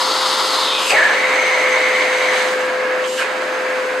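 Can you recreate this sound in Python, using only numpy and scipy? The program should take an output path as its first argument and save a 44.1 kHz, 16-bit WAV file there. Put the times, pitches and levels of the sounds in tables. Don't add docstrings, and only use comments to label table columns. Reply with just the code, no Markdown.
import sys
import numpy as np
from scipy import signal
from scipy.fft import rfft, irfft, next_fast_len
from scipy.io import wavfile
from scipy.ndimage import map_coordinates

SR = 44100
rng = np.random.default_rng(int(sys.argv[2]) if len(sys.argv) > 2 else 0)


def pcm_store(signal):
    levels = np.round(np.clip(np.atleast_2d(signal), -1, 1) * 32767)
    wavfile.write(sys.argv[1], SR, levels.astype(np.int16).T)


N = 176400
T = np.arange(N) / SR

# frequency in Hz, left-right correlation.
LIKENESS_AWAY = [(100, .97), (500, 0.93), (1200, 0.7), (2400, 0.57), (4000, 0.63), (7500, 0.74),
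                 (10200, 0.19), (12500, 1)]
LIKENESS_CLOSE = [(100, 0.93), (1200, 1), (2200, 1), (5000, 0.97), (8000, 1), (10200, 0.33), (12500, 0.94)]


def amp(db):
    return 10 ** (np.asarray(db) / 20)


def pan(left_lead_db):
    return amp(np.array([[.5], [-.5]]) * left_lead_db)


def along(points, hz):
    point_hz, values = np.transpose(points)
    return np.interp(np.log(hz + 1), np.log(point_hz + 1), values)


def curves(rows, t=T):
    times_s, *columns = np.transpose(rows)
    return [np.interp(t, times_s, column) for column in columns]


def wobble(rate_hz):
    return map_coordinates(rng.standard_normal(int(N * rate_hz / SR) + 4), [T * rate_hz])


def filtered(x, response):
    size = next_fast_len(N + SR // 2)
    return irfft(rfft(x, size) * response(np.fft.rfftfreq(size, 1 / SR)), size)[..., :N]


def resonance(hz, centre_hz, width_hz):
    gain = 1 / (1 + ((hz - centre_hz) / (width_hz / 2)) ** 2)
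    return gain / np.sqrt(np.mean(gain ** 2, axis=0))


def bells(bands, hz):
    return amp(sum(db / (1 + ((hz - centre_hz) / half_hz) ** 2) for centre_hz, half_hz, db in bands))


def turbulence(likeness):
    def mid_side_gains(hz):
        angle = np.arccos(np.clip(along(likeness, hz), -.99, .99)) / 2
        return np.array([np.cos(angle), np.sin(angle)])
    mid, side = filtered(rng.standard_normal((2, N)), mid_side_gains)
    return np.array([mid + side, mid - side])


def rush(spectrum, likeness, gain_db, flutter_db):
    air = filtered(turbulence(likeness), lambda hz: amp(along(spectrum, hz))) * np.sqrt(SR / 2)
    return air * amp(gain_db + flutter_db * wobble(rate_hz=45))


def room(x, t60_s=0.21, gain_db=-10.5):
    t = T[:SR // 3]
    tail = rng.standard_normal((2, len(t))) * amp(-60 * t / t60_s) * (t > .004)
    return amp(gain_db) * signal.fftconvolve(x, tail / np.linalg.norm(tail[0]), axes=1)[:, :N]


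def duct(x):
    # centre in Hz, half width in Hz, gain in dB.
    standing_waves = [(175, 12, 3), (240, 10, 4), (280, 12, 3), (352, 15, 4), (432, 10, 4), (457, 9, 5),
                      (486, 16, -7), (618, 15, 3), (815, 35, -3), (967, 14, 4), (1044, 11, 6),
                      (1116, 12, 4), (1320, 12, 4), (1440, 25, -2), (1620, 18, 4), (1742, 12, 4),
                      (1824, 9, 4), (2005, 9, 3), (2195, 12, 4), (2500, 70, -2), (2560, 10, 5),
                      (3765, 12, 4), (4652, 14, 5)]
    return filtered(x, lambda hz: bells(standing_waves, hz))


def machine():
    # frequency in Hz, noise density in dB.
    spectrum = [(20, -98), (60, -112), (85, -100), (130, -86.5), (180, -74.5), (260, -65.5), (440, -58.5),
                (560, -59), (720, -65.5), (1000, -64), (1500, -67.5), (3000, -73.5), (5000, -75),
                (9000, -95.5), (15000, -103)]
    return rush(spectrum, LIKENESS_AWAY, gain_db=0, flutter_db=0.43)


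def motor(drift_hz=0.14, waver_db=.5):
    # time in seconds, pitch in Hz.
    speed = [(0, 518.5), (.9, 518.6), (1.05, 517), (1.3, 514.5), (1.6, 511.8), (2.2, 510.7), (3.1, 510.8),
             (3.25, 517.2), (3.45, 513.5), (3.75, 512), (4, 511)]
    # time in seconds, level in dB.
    levels = [(0, -29.5), (.8, -30), (1.05, -28.5), (1.3, -24), (1.55, -24), (1.75, -22), (2.1, -22.5),
              (2.6, -22), (3.1, -22), (3.3, -28.5), (3.55, -24.5), (3.8, -22), (4, -23)]
    pitch_hz = curves(speed)[0] + drift_hz * wobble(rate_hz=16)
    tone = np.sqrt(2) * np.sin(2 * np.pi * np.cumsum(pitch_hz) / SR)
    return tone * amp(curves(levels)[0] + waver_db * wobble(rate_hz=12))


def puff(peak_s=1.02, half_length_s=0.028, level_db=-46):
    air = filtered(rng.standard_normal(N), lambda hz: resonance(hz, centre_hz=50, width_hz=50))
    air /= np.sqrt(np.mean(air ** 2))
    return air * amp(level_db) * np.exp(-((T - peak_s) / half_length_s) ** 2)


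def whistle(centre_hz=6183, width_hz=190, flutter_db=2.5):
    # time in seconds, level in dB.
    levels = [(0, -48), (.8, -51), (1, -37.5), (1.28, -45), (1.38, -33.5), (1.7, -38.5), (2.2, -39),
              (2.44, -39), (2.55, -52), (2.8, -49), (4, -52)]
    air = filtered(turbulence(LIKENESS_AWAY), lambda hz: resonance(hz, centre_hz, width_hz))
    return air * amp(curves(levels)[0] + flutter_db * wobble(rate_hz=24.85))


def gulps():
    # peak time and half length in seconds, centre and width in Hz, level in dB.
    bursts = [(0.773, 0.076, 2530, 160, -27), (0.848, .04, 7300, 350, -38), (0.91, .025, 4740, 380, -27),
              (.905, 0.034, 7860, 350, -32), (.912, 0.0075, 2570, 300, -22), (.94, 0.026, 785, 190, -20),
              (0.942, 0.019, 580, 90, -18.5), (3.053, 0.015, 2890, 900, -26), (3.13, .07, 2900, 280, -35.5),
              (3.13, .07, 7450, 200, -41), (3.195, .02, 2900, 500, -25), (3.203, 0.02, 1580, 260, -23.5),
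              (3.225, 0.037, 2450, 463, -26)]
    hz, t, noise = signal.stft(turbulence(LIKENESS_CLOSE), SR, nperseg=512)
    power = 0
    for peak_s, half_length_s, centre_hz, width_hz, level_db in bursts:
        envelope = amp(level_db) * np.exp(-((t - peak_s) / half_length_s) ** 2)
        power += (resonance(hz, centre_hz, width_hz)[:, None] * envelope) ** 2
    return signal.istft(noise * np.sqrt(power), SR)[1][:, :N]


def mouth(flutter_db=0.56):
    # time in seconds, centre in Hz, width in Hz, level in dB.
    glide = [(0, 4230, 1400, -24.5), (.5, 4360, 1400, -27), (.66, 3630, 1000, -20.5),
             (.77, 3550, 1000, -22.5), (.83, 2900, 1100, -27), (.895, 2600, 700, -23.5),
             (.908, 2540, 300, -11), (.94, 2500, 450, -22), (.965, 1840, 330, -15.5),
             (1.03, 1750, 190, -15.5), (1.12, 1720, 190, -19), (1.17, 2100, 480, -23.5),
             (1.5, 2140, 327, -20.5), (2.29, 2095, 400, -21.5), (2.39, 1730, 230, -25),
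             (2.48, 1650, 200, -34), (2.62, 1640, 170, -30), (3, 1650, 150, -29.5), (3.13, 1570, 297, -53),
             (3.175, 1590, 400, -39), (3.21, 1530, 250, -20), (3.26, 1580, 250, -39), (3.6, 1620, 160, -31),
             (4, 1500, 150, -32.5)]
    hz, t, noise = signal.stft(turbulence(LIKENESS_CLOSE), SR, nperseg=512)
    centre_hz, width_hz, _ = curves(glide, t)
    air = signal.istft(noise * resonance(hz[:, None], centre_hz, width_hz), SR)[1][:, :N]
    return air * amp(curves(glide)[2] + flutter_db * wobble(rate_hz=68))


def rim_hiss():
    # frequency in Hz, noise density in dB.
    spectrum = [(1000, -102), (3000, -66.5), (5000, -69.5), (6400, -67), (7600, -70), (8600, -72.5),
                (10000, -78), (12000, -81), (15000, -103)]
    # time in seconds, gain in dB.
    gains = [(0, 0), (.6, 1), (.73, -6.5), (.82, 2), (.91, 8), (.97, -4), (1.1, -5.5), (1.5, -5),
             (2.25, -5), (2.42, -0.5), (2.55, -6.5), (2.95, -19), (3.03, -9), (3.09, -2.5), (3.16, 0),
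             (3.2, 4), (3.27, -11.5), (3.7, -12), (3.8, -11), (4, -13)]
    return rush(spectrum, LIKENESS_AWAY, curves(gains)[0], flutter_db=0.74)


def covered_nozzle():
    # frequency in Hz, noise density in dB.
    spectrum = [(150, -100), (350, -71), (680, -58.5), (850, -50.5), (1100, -51.5), (1350, -51.5),
                (1680, -63.5), (2000, -59), (2500, -67), (3400, -57.5), (5300, -60.5), (5900, -67),
                (6450, -64.5), (7100, -75), (7750, -69), (8300, -76), (9200, -71.5), (10500, -78),
                (15000, -91)]
    # time in seconds, gain in dB.
    gains = [(0, 0.5), (.3, 1.5), (.65, 0), (.78, -3), (.87, -1.5), (.95, -19), (1.05, -50)]
    # frequency in Hz, left minus right in dB.
    hand_shadow = [(1200, -0.5), (1900, 4.5), (3000, 2), (7000, -2), (9500, 0), (11200, 8), (13000, 1)]
    air = rush(spectrum, LIKENESS_CLOSE, curves(gains)[0], flutter_db=-1.04)
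    return filtered(air, lambda hz: pan(along(hand_shadow, hz)))


def open_nozzle():
    # frequency in Hz, noise density in dB.
    roar_spectrum = [(150, -89), (350, -70), (600, -56.5), (830, -57), (1100, -58.5), (1400, -56.5),
                     (2200, -58), (2600, -62), (3400, -74), (5000, -79), (8000, -84), (15000, -102)]
    near_spectrum = [(600, -114), (1400, -66), (2300, -52), (2550, -78.5), (2850, -58.5), (3400, -63.5),
                     (4150, -61), (4800, -70), (7000, -78), (7900, -72), (9500, -110)]
    # time in seconds, gain in dB.
    roar_gains = [(0, -15), (.89, -8), (.91, 6), (.945, 4.5), (1, 6.5), (1.25, 4), (1.8, 3.5), (2.4, 3),
                  (2.6, 0), (3, 0.5), (3.06, -1), (3.1, -9), (3.17, -7.5), (3.22, 2), (3.3, 0), (3.7, 0.5),
                  (4, -1)]
    near_gains = [(.85, -30), (.91, 2.5), (1, 0), (1.5, -1.5), (2.2, -1.5), (2.4, 0.5), (2.6, -9.5),
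                  (2.9, -18), (3.15, -19), (3.21, -5), (3.3, -11), (4, -24)]
    roar = rush(roar_spectrum, LIKENESS_AWAY, curves(roar_gains)[0], flutter_db=0.62)
    near = rush(near_spectrum, LIKENESS_AWAY, curves(near_gains)[0], flutter_db=1.14)
    return roar + near


def scene():
    # time in seconds, left minus right in dB.
    swing = [(0, 0.4), (.9, 0), (1.2, -0.5), (2.2, -0.8), (2.6, -2), (3.2, -3), (4, -1)]
    air = covered_nozzle() + open_nozzle() + rim_hiss() + mouth() + whistle() + gulps()
    air *= pan(curves(swing)[0])
    return duct(machine() + air + room(air)) + motor() + puff()


def record(dry, top_hz=14900):
    # centre in Hz, half width in Hz, gain in dB.
    notches = [(5715, 125, -14), (6890, 50, -10)]
    # frequency in Hz, left minus right in dB.
    left_lead = [(100, -2), (450, 3), (900, 1.2), (1800, 0.5), (2800, 0.2), (6000, 1.5), (9300, 2.5),
                 (10700, 5.5), (13000, 0.5)]
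    coloured = filtered(dry, lambda hz: bells(notches, hz) * pan(along(left_lead, hz)))
    return filtered(coloured, lambda hz: hz < top_hz)


dry = scene()
out = record(dry)
pcm_store(out)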